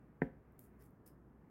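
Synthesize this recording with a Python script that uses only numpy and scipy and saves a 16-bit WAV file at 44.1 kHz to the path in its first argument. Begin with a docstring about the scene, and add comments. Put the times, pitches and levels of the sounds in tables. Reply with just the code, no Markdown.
"""A small room with a low ventilation rumble, one microphone close to a wooden table.
A fork loaded with paint is stamped once onto paper: fork and table top ring with a dull knock
and a weaker rebound. The fork is then rocked twice and lifted, and the wet paint and paper
crackle faintly under the tines. The near walls answer briefly."""
import sys
import numpy as np
from scipy import signal
from scipy.fft import rfft, irfft, next_fast_len
from scipy.io import wavfile

SR = 44100
rng = np.random.default_rng(int(sys.argv[2]) if len(sys.argv) > 2 else 0)


def generate_wav(sig):
    """Save sig (samples, or channels by samples) to the path in sys.argv[1] as 16-bit PCM at SR."""
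    pcm = np.round(np.clip(np.atleast_2d(sig).T, -1, 1) * 32767).astype(np.int16)
    wavfile.write(sys.argv[1], SR, pcm)


N = 66150

# spectrum of the ventilation's rumble and air: f/Hz, level/dB
AIR_SPECTRUM = [(20, -18), (35, -11), (55, -1.5), (85, -2.5), (125, 4), (165, -0.5), (225, 0), (300, -3.5),
                (400, -6.5), (520, -13.5), (700, -15.5), (1050, -18.5), (1750, -25.5), (2300, -38),
                (2900, -42.5), (3800, -50.5), (9000, -51.5), (15000, -46)]
# spectrum of the faint upper hiss: f/Hz, level/dB
HISS_SPECTRUM = [(500, -38), (1400, -0.5), (2100, 1.5), (2600, -6.5), (3300, -23.5), (9000, -27),
                 (15000, -22)]
# that hiss comes and goes: t/s, level/dB
HISS_DRIFT = [(0, -85.5), (.2, -89.5), (.45, -88), (.8, -84.5), (1.0, -99.5), (1.3, -98.5), (1.45, -87)]
# decay of the room's tail: f/Hz, t60/s
ROOM_DECAY = [(100, 0.16), (500, 0.35), (2000, 0.42), (6000, 0.15), (15000, 0.18)]
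# colour of that tail: f/Hz, gain/dB
TAIL_COLOUR = [(100, 6), (500, 1.5), (1200, 1), (1900, -8.5), (3500, 3.5), (15000, 0)]

# tines slipping over the paper: centre t/s, half-width/s, level/dB
TINE_SLIPS = [(0.821, 0.02, -70.5), (1.083, 0.019, -73.5)]
# spectrum of their scrape: f/Hz, level/dB
SCRAPE_SPECTRUM = [(100, -20), (420, 5), (1000, -9.5), (1800, -4), (2800, -19.5), (4200, -25),
                   (5200, -13.5), (6500, -25), (15000, -24)]
# spectrum of paint squeezed under the fork: f/Hz, level/dB
FIZZ_SPECTRUM = [(1000, -35), (8000, -24), (11500, -6), (15000, 2.5)]
# paint peeling as the fork moves: t/s, attack/s, hold/s, release t60/s, level/dB, tilt/(dB per octave)
PAINT_PEELS = [(0.578, 0.031, 0.042, 0.13, -70.5, 1.5), (0.785, 0.023, 0.056, 0.14, -74.5, 1),
               (1.057, 0.0062, 0.0098, 0.12, -64.5, 1.5)]
# spectrum of the crackle before the tilt: f/Hz, level/dB
CRACKLE_SPECTRUM = [(500, -28), (2000, -9), (3800, -16), (5000, -11.5), (8000, -2.5), (11000, 3),
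                    (15000, 1)]
# single threads of paint snapping: t/s, level/dB
THREAD_SNAPS = [(.523, -67), (.593, -48), (0.5946, -59), (0.824, -57), (.907, -65), (1.064, -59.5),
                (1.077, -57)]
# spectrum of a snap: f/Hz, level/dB
SNAP_SPECTRUM = [(1000, -42), (5000, -24), (9000, 0), (13000, 9), (15500, 9)]

# spectrum of the tines meeting the paint just before the wood: f/Hz, level/dB
TOUCH_SPECTRUM = [(100, -20), (500, -20), (1100, -12), (1900, -1.5), (2500, -11.5), (3100, -33),
                  (5000, -49), (15000, -55)]
# spectrum of the paper under the blow: f/Hz, level/dB
SCUFF_SPECTRUM = [(300, -10), (2000, 12.5), (4000, -14), (8000, -18.5), (15000, -14.5)]
# the fork's blow and rebound: t/s, level/dB, contact time/s
FORK_BLOWS = [(0.2196, 1, 0.00048), (0.2307, -8.5, 0.0011)]
# modes of fork and table top, damped by hand and paper: f/Hz, relative level/dB, t60/s
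KNOCK_MODES = [(162.3, -28.5, 0.046), (248, -27.5, 0.046), (346, -32.5, 0.021), (431, -23.5, 0.014),
               (722, -40, 0.039), (832, -39, 0.023), (946, -39, 0.023), (1385, -51, 0.02),
               (1506, -35, 0.014), (1810, -25, 0.014), (2030, -39.5, 0.024), (2390, -44, 0.018)]
# how well the cushioned table top radiates: f/Hz, gain/dB
TOP_RADIATION = [(30, -27.5), (104, -29.5), (132, -0.5), (600, 3), (1020, 1.5), (1130, -11), (1330, 1),
                 (1420, -11), (1520, 3.5), (2100, 1), (2600, -4), (2900, -19), (3500, -4), (5000, -32.5),
                 (15000, -52)]
# long ring of the whole table: f/Hz, relative peak level/dB, t60/s, build-up/s
TABLE_MODES = [(47, -51, .14, .08), (231, -43, 0.15, 0.029), (273.7, -51, 0.082, 0.055),
               (506.6, -59.5, 0.067, .015), (529.3, -60, 0.17, 0.069)]


def amp(db):
    return 10 ** (np.asarray(db) / 20)


def unit(x):
    return x / np.sqrt(np.mean(x ** 2) + 1e-20)


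def along(points, hz):
    """Read (f/Hz, value) points on a log frequency axis."""
    freqs, values = np.transpose(points)
    return np.interp(np.log(hz + 1), np.log(freqs + 1), values)


def since(start):
    """Seconds after a moment, for each sample."""
    return np.arange(N) / SR - start


def fade(t, t60):
    """Exponential decay from t = 0, silent before."""
    return (t >= 0) * np.exp(-np.log(1000) * np.maximum(t, 0) / t60)


def swell(centre_s, half_width_s, db):
    """A bell-shaped rise and fall."""
    return amp(db) * np.exp(-(since(centre_s) / half_width_s) ** 2)


def mode(hz, db, t60):
    """One damped vibration."""
    t = since(0)
    return amp(db) * fade(t, t60) * np.sin(2 * np.pi * hz * t)


def filtered(x, response):
    """Multiply the spectrum of x by a function of frequency."""
    size = next_fast_len(N + SR // 2)
    return irfft(rfft(x, size) * response(np.fft.rfftfreq(size, 1 / SR)), size)[:N]


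def coloured(x, gains):
    """A causal, minimum-phase filter through (f/Hz, gain/dB) points."""
    size = next_fast_len(N + SR // 2)
    gain = amp(along(gains, np.fft.rfftfreq(size, 1 / SR)))
    cepstrum = irfft(np.log(gain), size)
    cepstrum[1:] *= 2 * (np.arange(1, size) < size // 2)
    return filtered(x, lambda hz: np.exp(rfft(cepstrum)))


def noise(spectrum):
    """Coloured noise of rms 1."""
    return unit(filtered(rng.standard_normal(N), lambda hz: amp(along(spectrum, hz))))


def band(hz, width_hz):
    """Narrow noise of rms 1 around one frequency."""
    return unit(filtered(rng.standard_normal(N), lambda f: np.exp(-((f - hz) / width_hz) ** 2)))


def ventilation(air_db=-63, hum_db=-69.5):
    """Room tone: steady rumble and air, with an unsteady low hum and a drifting upper hiss."""
    hiss_db = np.interp(since(0), *np.transpose(HISS_DRIFT))
    hiss = amp(hiss_db) * noise(HISS_SPECTRUM)
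    air = amp(air_db) * noise(AIR_SPECTRUM)
    hum = amp(hum_db) * band(hz=61, width_hz=2.2)
    return air + hum + hiss


def room(direct, tail_db, walls_db=-23.5, first_s=0.004, spread_s=0.016, echoes=10):
    """The direct sound reaches the microphone first, then the near walls and a short diffuse tail."""
    hz, t, spectra = signal.stft(rng.standard_normal(SR // 2), SR, nperseg=256)
    colour = amp(along(TAIL_COLOUR, hz))[:, None]
    decay = fade(t, along(ROOM_DECAY, hz)[:, None])
    tail = signal.istft(spectra * colour * decay, SR, nperseg=256)[1]
    tail *= np.clip(np.arange(len(tail)) / SR / first_s - 1, 0, 1)  # fades in after first_s
    response = amp(tail_db) * tail / np.linalg.norm(tail)
    for lateness, polarity in rng.random((echoes, 2)):
        delay = int((first_s + lateness * spread_s) * SR)
        response[delay] += amp(walls_db) * np.sign(polarity - 0.5) / np.sqrt(echoes)
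    return direct + signal.fftconvolve(direct, response)[:N]


def tines(zing_db=-77, lift_s=1.066):
    """The pressed fork squeezes the paint, scrapes briefly when it slips and zings as it is lifted."""
    scrape = noise(SCRAPE_SPECTRUM) * sum(swell(*slip) for slip in TINE_SLIPS)
    fizz = noise(FIZZ_SPECTRUM) * swell(centre_s=0.74, half_width_s=0.19, db=-91)
    zing = amp(zing_db) * fade(since(lift_s), t60=0.12) * band(hz=5200, width_hz=380)
    return scrape + fizz + zing


def paint(pops_per_s=1100, spread_db=3.5, hiss_db=-5):
    """Dense tiny pops while the tines peel from the paint, with a few louder snaps of single threads."""
    peeling = np.zeros(N)
    for start, attack, hold, release, db, tilt_db in PAINT_PEELS:
        pops = (rng.random(N) < pops_per_s / SR) * rng.choice([-1, 1], N)
        pops = pops * amp(spread_db * rng.standard_normal(N))
        source = unit(pops) + amp(hiss_db) * rng.standard_normal(N)
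        crackle = filtered(source, lambda hz: amp(along(CRACKLE_SPECTRUM, hz) + tilt_db * np.log2(hz + 1)))
        t = since(start)
        envelope = np.clip(t / attack, 0, 1) * fade(np.maximum(t - attack - hold, 0), release)
        peeling += amp(db) * envelope * unit(crackle)
    snap_envelope = sum(amp(db) * fade(since(start), t60=0.006) for start, db in THREAD_SNAPS)
    return peeling + snap_envelope * noise(SNAP_SPECTRUM)


def paper(touch_db=-37.5, touch_s=0.0013, scuff_db=-62.5, slap_boost_db=3):
    """A soft touch leads into the blow, and the sheet slaps and rustles after it."""
    t = since(FORK_BLOWS[0][0])
    touch = amp(touch_db) * np.exp(-np.abs(t) / touch_s) * noise(TOUCH_SPECTRUM)
    slap = amp(slap_boost_db) * fade(t, t60=0.02)
    rustle = fade(t, t60=0.25)
    return touch + amp(scuff_db) * (slap + rustle) * noise(SCUFF_SPECTRUM)


def knock():
    """Each contact is a short push, cushioned by the paper, that rings fork and table."""
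    force = np.zeros(N)
    for start, db, contact_s in FORK_BLOWS:
        progress = np.maximum(since(start), 0) / contact_s
        push = progress * np.exp(-2 * np.pi * progress)
        force += amp(db) * push / push.sum()
    body = coloured(sum(mode(*row) for row in KNOCK_MODES), TOP_RADIATION)
    for hz, db, t60, build_up_s in TABLE_MODES:
        ring = mode(hz, 0, t60) * (1 - np.exp(-since(0) / build_up_s)) ** 2
        body += amp(db) * ring / np.abs(ring).max()
    return -signal.fftconvolve(force, body)[:N]


def scene():
    """At the table, in mono: the stamp and the faint peeling over the room tone."""
    stamp = room(knock() + paper(), tail_db=-17.5)
    peeling = room(paint() + tines(), tail_db=-9.5)
    return (stamp + peeling + ventilation())[None]


def record(dry):
    """The microphone passes nothing above 16 kHz."""
    return filtered(dry[0], lambda hz: hz < 16000)[None]


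dry = scene()
out = record(dry)
generate_wav(out)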